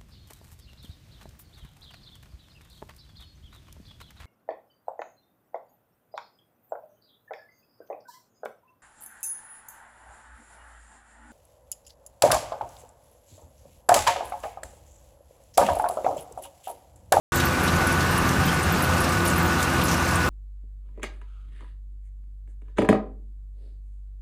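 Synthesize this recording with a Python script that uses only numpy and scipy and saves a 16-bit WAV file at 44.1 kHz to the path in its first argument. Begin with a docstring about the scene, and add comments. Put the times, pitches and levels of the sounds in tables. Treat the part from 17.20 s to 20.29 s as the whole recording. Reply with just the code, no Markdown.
"""Potato harvester at work

A potato harvester behind a tractor works a field, heard from the tractor, abruptly after a short silence. The
diesel is a sum of firing orders beside a second engine's tone; gears are a clear sine and fuzzy tones, among
which a few blurred higher firing orders of the diesel also sound. Fans, webs and soil are shaped noise;
clinking links and clattering stones are noise bursts in resonances. Potatoes and clods thud as short low sine
pushes, over a patter and ticking of tiny decaying tones."""
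import sys
import numpy as np
from scipy import signal
from scipy.fft import rfft, irfft
from scipy.io import wavfile
from scipy.ndimage import uniform_filter1d

SR = 44100
rng = np.random.default_rng(int(sys.argv[2]) if len(sys.argv) > 2 else 0)


def transcribe(signal):
    """Save signal, clipped to [-1, 1], as a 16-bit WAV file at the path in sys.argv[1]."""
    frames = np.atleast_2d(signal).T
    limited = np.clip(frames, -1, 1)
    pcm = np.round(limited * 32767).astype(np.int16)
    wavfile.write(sys.argv[1], SR, pcm)


def voltage_ratio(decibels):
    """Convert decibels (scalar or array-like) to amplitude ratios, 20 dB per decade."""
    exponent = np.asarray(decibels, float) / 20
    return 10 ** exponent


N = 136269


def evened(x):
    """Scales to rms 1."""
    return x / np.sqrt(np.mean(x ** 2) + 1e-20)


def add(mix, start_s, sound):
    """Mixes a sound in at start_s, cut at the end of the mix."""
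    part = mix[round(start_s * SR):][:len(sound)]
    part += sound[:len(part)]


def along(table, column):
    """One column of a table, interpolated over the time column for every sample."""
    rows = np.array(table)
    return np.interp(np.arange(N) / SR, rows[:, 0], rows[:, column])


def sine(pitch_hz):
    """Sine of rms 1 that follows a pitch curve."""
    return np.sqrt(2) * np.sin(2 * np.pi * np.cumsum(pitch_hz) / SR)


def resonate(x, hz, width_hz):
    """One-pole resonance of gain 1: shifted down to 0 Hz, smoothed, shifted back."""
    turn = np.exp(2j * np.pi * hz * np.arange(len(x)) / SR)
    r = np.exp(-np.pi * width_hz / SR)
    return 2 * (turn * signal.lfilter([1 - r], [1, -r], x / turn)).real


def wander(top_hz):
    """Slow chance of rms 1: 16 sines of random phase up to top_hz, weaker as they get faster."""
    t = np.arange(N) / SR
    rates_hz = top_hz * np.geomspace(.05, 1, num=16)
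    return evened(sum(np.sin(2 * np.pi * (f * t + rng.random())) / np.sqrt(f) for f in rates_hz))


def noise(spectrum, patchy_db, flicker_db):
    """Random short-time spectra with patches and a flicker shared by all bins, shaped, rms 1."""
    frames = N // 128 + 5
    a, b, patches = rng.standard_normal((frames, 257, 3)).T
    patches = uniform_filter1d(patches, size=10, axis=0)  # over bins
    patches = evened(uniform_filter1d(patches, size=14, axis=1))  # over frames
    flicker = evened(uniform_filter1d(rng.standard_normal(frames), size=5))
    bins = (a + 1j * b) * voltage_ratio(patchy_db * patches + flicker_db * flicker)
    x = signal.istft(bins, nperseg=512, noverlap=384)[1][:N]
    hz, db = np.transpose(spectrum)
    shape_db = np.interp(np.log(np.fft.rfftfreq(N, 1 / SR) + 1), np.log(hz + 1), db)
    return evened(irfft(rfft(x) * voltage_ratio(shape_db), N))


def diesel():
    """Firing orders in step, so that each firing is a pressure pulse."""
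    firing_hz = 85.67
    # Each row: multiple of the firing rate, rms level in dB before load and wander.
    orders = [(1, -31), (2, -37), (3, -38.5), (4, -38.5)]
    # Engine load. Each row: time in seconds, level in dB added to all orders.
    load = [(.13, 1), (.6, 0), (1.0, -1), (1.4, -1), (1.8, 0), (2.3, 0), (2.7, 0), (3.09, -1.5)]
    turns = np.cumsum(firing_hz * (1 + 0.0021 * wander(3.02))) / SR + rng.random()
    out = np.zeros(N)
    for multiple, db in orders:
        level = np.sqrt(2) * voltage_ratio(db + along(load, column=1) + 1.2 * wander(16))
        out += level * np.cos(2 * np.pi * multiple * turns)
    return out


def other_engine():
    """Firing tone of the other tractor: one sine drifting in pitch and level."""
    # Each row: time in seconds, pitch in Hz, rms level in dB.
    neighbour = [(.13, 68.5, -36), (.6, 67.5, -40), (1.2, 68.6, -37), (1.8, 67.6, -40), (2.4, 68.16, -35),
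                 (3.09, 68, -33)]
    return voltage_ratio(along(neighbour, column=2)) * sine(along(neighbour, column=1))


def gears():
    """One clear mesh tone, and fuzzy tones of noise through two equal resonances in series: gear drive tones
    and a few blurred diesel firing orders."""
    # Gear mesh. Each row: time in seconds, mean pitch in Hz, rms level in dB before wander.
    whine = [(0.13, 1477, -32), (0.47, 1484, -34), (0.66, 1485, -31), (1.23, 1474, -38.5),
             (1.28, 1473, -32.5), (1.96, 1478, -35.5), (2.0, 1473, -31.5), (2.9, 1475, -34),
             (3.09, 1471, -30)]
    # Pitches of the fuzzy tones, in Hz: 170, 257 and 513 are blurred firing orders of the diesel (2, 3 and 6
    # times the firing rate), the others gear drive tones.
    drone_hz = [135, 170, 257, 513, 565, 732, 774, 1018, 1140, 1184, 1255, 1318, 1382, 1476, 1776, 2109,
                2645]
    # One row per drone pitch: width of each resonance in Hz, rms level in dB.
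    drones = [(35, -33.5), (25, -37.5), (7.6, -43), (13, -42.5), (7.4074, -51), (4.8, -45), (11.111, -44.5),
              (5.7, -60), (50, -39.5), (14, -38.5), (40, -39.5), (4.5, -51), (5.5, -42.5), (30, -41),
              (11, -45.5), (25, -52.5), (30, -52)]
    level = voltage_ratio(along(whine, column=2) + 0.69 * wander(25.87))
    out = level * sine(along(whine, column=1) + 2.21 * wander(20))
    for hz, (width_hz, db) in zip(drone_hz, drones):
        once = resonate(rng.standard_normal(N), hz, width_hz)
        out += voltage_ratio(db) * evened(resonate(once, hz, width_hz))
    return out


def roar():
    """Fans and webs roar evenly: nearly steady broadband noise."""
    # Each row: frequency in Hz, relative spectral level in dB per Hz.
    roar_spectrum = [(15, -50), (30, -5), (45, -7), (82, -9), (170, -2), (299, -8.5), (342, -5),
                     (414, -12.5), (604, -12), (1150, -8), (1360, -12.5), (1500, -8.5), (1780, -12.5),
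                     (1980, -16), (2850, -17.5), (3050, -22.5), (6000, -25.5), (10000, -31), (15500, -36.5)]
    return voltage_ratio(-24.5) * noise(roar_spectrum, patchy_db=1.08, flicker_db=0.57)


def soil_hiss():
    """Soil hisses unevenly over the rods: patchy noise that swells and sinks."""
    # Each row: time in seconds, level in dB before share_db.
    shuffle = [(0.13, -28.5), (0.43, -45), (0.47, -34), (1.61, -40), (1.83, -31), (2.05, -39), (2.07, -37),
               (2.18, -37), (2.36, -47), (2.41, -28), (2.52, -41), (2.73, -30), (2.77, -34.5),
               (3.09, -36.5)]
    # Each row: frequency in Hz, relative spectral level in dB per Hz.
    hiss_spectrum = [(1500, -28), (3000, -1), (6000, 4.5), (10000, -1), (15500, -6), (17000, 1)]
    share_db = -6
    return voltage_ratio(along(shuffle, column=1) + share_db) * noise(hiss_spectrum, patchy_db=3.5, flicker_db=4.0)


def grains(per_s, lo_hz, hi_hz, cycles, spread_db):
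    """Random little impacts as decaying sines of 16 pitches, rms 1; spread_db makes a few large."""
    size = voltage_ratio(spread_db * np.minimum(rng.exponential(1, N), 4)) * (rng.random(N) < per_s / SR)
    kind = rng.integers(0, 16, N)
    t = np.arange(2500) / SR
    out = np.zeros(N)
    for k, hz in enumerate(np.geomspace(lo_hz, hi_hz, num=16)):
        grain = np.sin(2 * np.pi * hz * t) * np.exp(-t * hz / cycles)
        out += signal.oaconvolve(size * (kind == k), grain)[:N]
    return evened(out)


def patter():
    """Low little impacts of one size."""
    return voltage_ratio(-36) * grains(per_s=200, lo_hz=302.7, hi_hz=2840, cycles=5, spread_db=0.0)


def ticks():
    """High little impacts, a few of them large."""
    return voltage_ratio(-49) * grains(per_s=290, lo_hz=3770, hi_hz=13700, cycles=6.5, spread_db=7.5)


def clinks():
    """Each clink is a ragged rattle of tiny blows that rings a link and jangles its neighbours."""
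    # Link clinks, grouped from low links to high. Each row: start in seconds, ring peak in dB before trim_db,
    # pitch in Hz, rattle length in seconds before stretch, jangle peak in dB relative to the ring.
    links = [(0.9153, -27, 8890, 0.011, -8), (1.4282, -23.5, 8930, 0.009, -5),
             (1.8387, -28, 8960, 0.0066, -8), (1.8901, -28, 8770, 0.008, -4),
             (2.0747, -23, 8900, 0.0067, -3), (2.9552, -19.5, 8800, 0.0053, -16.5),
             (0.4334, -25, 10900, 0.009, -10), (0.6694, -20, 10800, 0.0066, -8),
             (0.7228, -25, 10850, 0.0067, -8), (0.9777, -23.5, 10760, 0.005, -2),
             (1.3404, -31, 9950, 0.008, -6), (1.6212, -25, 11020, 0.011, 1),
             (1.8043, -23, 10800, 0.0083, -5), (2.0522, -28, 11020, 0.008, -8),
             (2.0727, -26, 10800, 0.0072, 2), (2.1595, -27, 10800, 0.008, -8),
             (2.177, -29, 11700, 0.008, -8), (2.6409, -25, 11150, 0.008, -11),
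             (2.6519, -24.5, 10860, 0.0074, -8), (2.8868, -32, 10900, 0.008, -8),
             (2.9108, -30, 10250, 0.0084, -8), (0.156, -22, 13400, 0.0072, -6),
             (0.253, -19.5, 13400, 0.011, -8), (0.4334, -28, 12800, 0.008, -8),
             (0.9098, -27, 13000, 0.008, -6), (1.073, -33, 12800, 0.008, -8),
             (1.2555, -25, 13500, 0.0071, -8), (1.5214, -22, 13200, 0.0066, -12),
             (1.6337, -28, 14000, 0.008, -8), (2.0512, -25, 13600, 0.008, -14),
             (2.176, -26, 13360, 0.0093, -8), (2.2593, -29, 13500, 0.008, -11.5),
             (2.6349, -21, 13600, 0.008, -8), (0.2379, -37, 15000, 0.008, -8),
             (0.2583, -28, 14600, 0.008, -5), (1.6352, -37, 15100, 0.008, -8),
             (2.0023, -38, 15200, 0.008, -8), (2.0514, -34, 15000, 0.008, -8),
             (2.2263, -30, 14900, 0.008, -8), (2.2593, -36, 15200, 0.008, -14),
             (2.5344, -38, 15160, 0.0095, -8)]
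    ring_width_hz, jangle_width_hz, jangle_ratio = 150, 2000, 1.06
    trim_db, stretch, rise_s = -1.5, 1.3, 0.0011
    out, t = np.zeros(N), np.arange(3000) / SR
    for start_s, db, hz, length_s, jangle_db in links:
        blows, shake = rng.standard_normal((2, len(t)))
        ragged = voltage_ratio(2.4 * evened(uniform_filter1d(shake, size=90)))
        decay = np.exp(-(t / (length_s * stretch)) ** 0.98)
        rattle = blows * ragged * decay * np.minimum(t / rise_s, 1)
        ring = resonate(rattle, hz, ring_width_hz)
        jangle = resonate(rattle, hz * jangle_ratio, jangle_width_hz)
        clink = ring / abs(ring).max() + voltage_ratio(jangle_db) * jangle / abs(jangle).max()
        add(out, start_s, voltage_ratio(db + trim_db) * clink)
    return out


def knocks():
    """Stones on the rods: a noisy burst around its centre with a broad crack."""
    # Each row: start in seconds, peak in dB, centre in Hz, width in Hz, decay time in seconds.
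    stones = [(.198, -18.5, 3570, 900, .012), (0.477, -20.5, 3700, 900, .012),
              (0.804, -21.5, 4000, 1500, 0.019), (1.089, -20, 7000, 3000, 0.0066),
              (1.274, -23.5, 3170, 160, 0.028), (1.733, -22.5, 4200, 1516, 0.009),
              (1.836, -24, 5300, 2000, 0.0066), (2.06, -21, 5960, 3500, .006),
              (2.098, -21.5, 7500, 1500, 0.016), (2.382, -29, 4500, 1500, .012),
              (2.426, -17, 7200, 2500, .008), (2.613, -21, 3300, 600, 0.014), (2.653, -25, 6500, 2500, .03),
              (2.68, -21.5, 5930, 900, 0.024), (2.711, -19, 5400, 1000, 0.022),
              (2.74, -21, 5760, 1200, 0.0079)]
    rise_s = 0.0024
    out, t = np.zeros(N), np.arange(5000) / SR
    for start_s, db, hz, width_hz, decay_s in stones:
        shake = rng.standard_normal(len(t))
        body = evened(resonate(shake, hz, width_hz))
        crack = .5 * evened(resonate(shake, 4000, 4600))
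        burst = (body + crack) * np.exp(-t / decay_s) * np.minimum(t / rise_s, 1)
        add(out, start_s, voltage_ratio(db) * burst / abs(burst).max())
    return out


def thuds():
    """Potatoes and clods dropping: a soft low push that dies fast."""
    # Each row: start in seconds, envelope peak in dB, pitch in Hz.
    drops = [(.525, -20, 84), (0.774, -18, 176.2), (1.18, -18, 87), (1.209, -21, 169), (1.292, -25, 155),
             (1.344, -37, 156.7), (1.459, -18.5, 89), (1.505, -23.5, 173), (1.681, -19, 88),
             (1.955, -20, 94.4), (2.176, -23, 170.6), (2.575, -29, 85), (2.635, -20, 168.6),
             (2.95, -26, 84)]
    peak_s = .013
    out, t = np.zeros(N), np.arange(8000) / SR
    push = np.e * t / peak_s * np.exp(-t / peak_s)
    for start_s, db, hz in drops:
        add(out, start_s, voltage_ratio(db) * push * np.sin(2 * np.pi * hz * t))
    return out


def scene():
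    """All sources at one microphone."""
    engines = diesel() + other_engine()
    beds = gears() + roar() + soil_hiss() + patter() + ticks()
    return (engines + beds + clinks() + knocks() + thuds())[None]


def low_pass(x):
    """Removes everything above the highest recorded frequency."""
    return signal.sosfilt(signal.butter(12, 16480, fs=SR, output="sos"), x)


def record(dry):
    """Band limits at 40 Hz and 15.4 kHz, and silence until an abrupt start."""
    start_s, rise_s = .1205, 0.00027
    lowpass = signal.firwin(511, 15400, window=("kaiser", 9), fs=SR)
    band = signal.oaconvolve(dry, lowpass[None], "same")
    band = signal.sosfilt(signal.butter(2, 40, "high", fs=SR, output="sos"), band)
    gate = np.clip((np.arange(N) / SR - start_s) / rise_s, 0, 1)
    return low_pass(band * gate)


dry = scene()
out = record(dry)
transcribe(out)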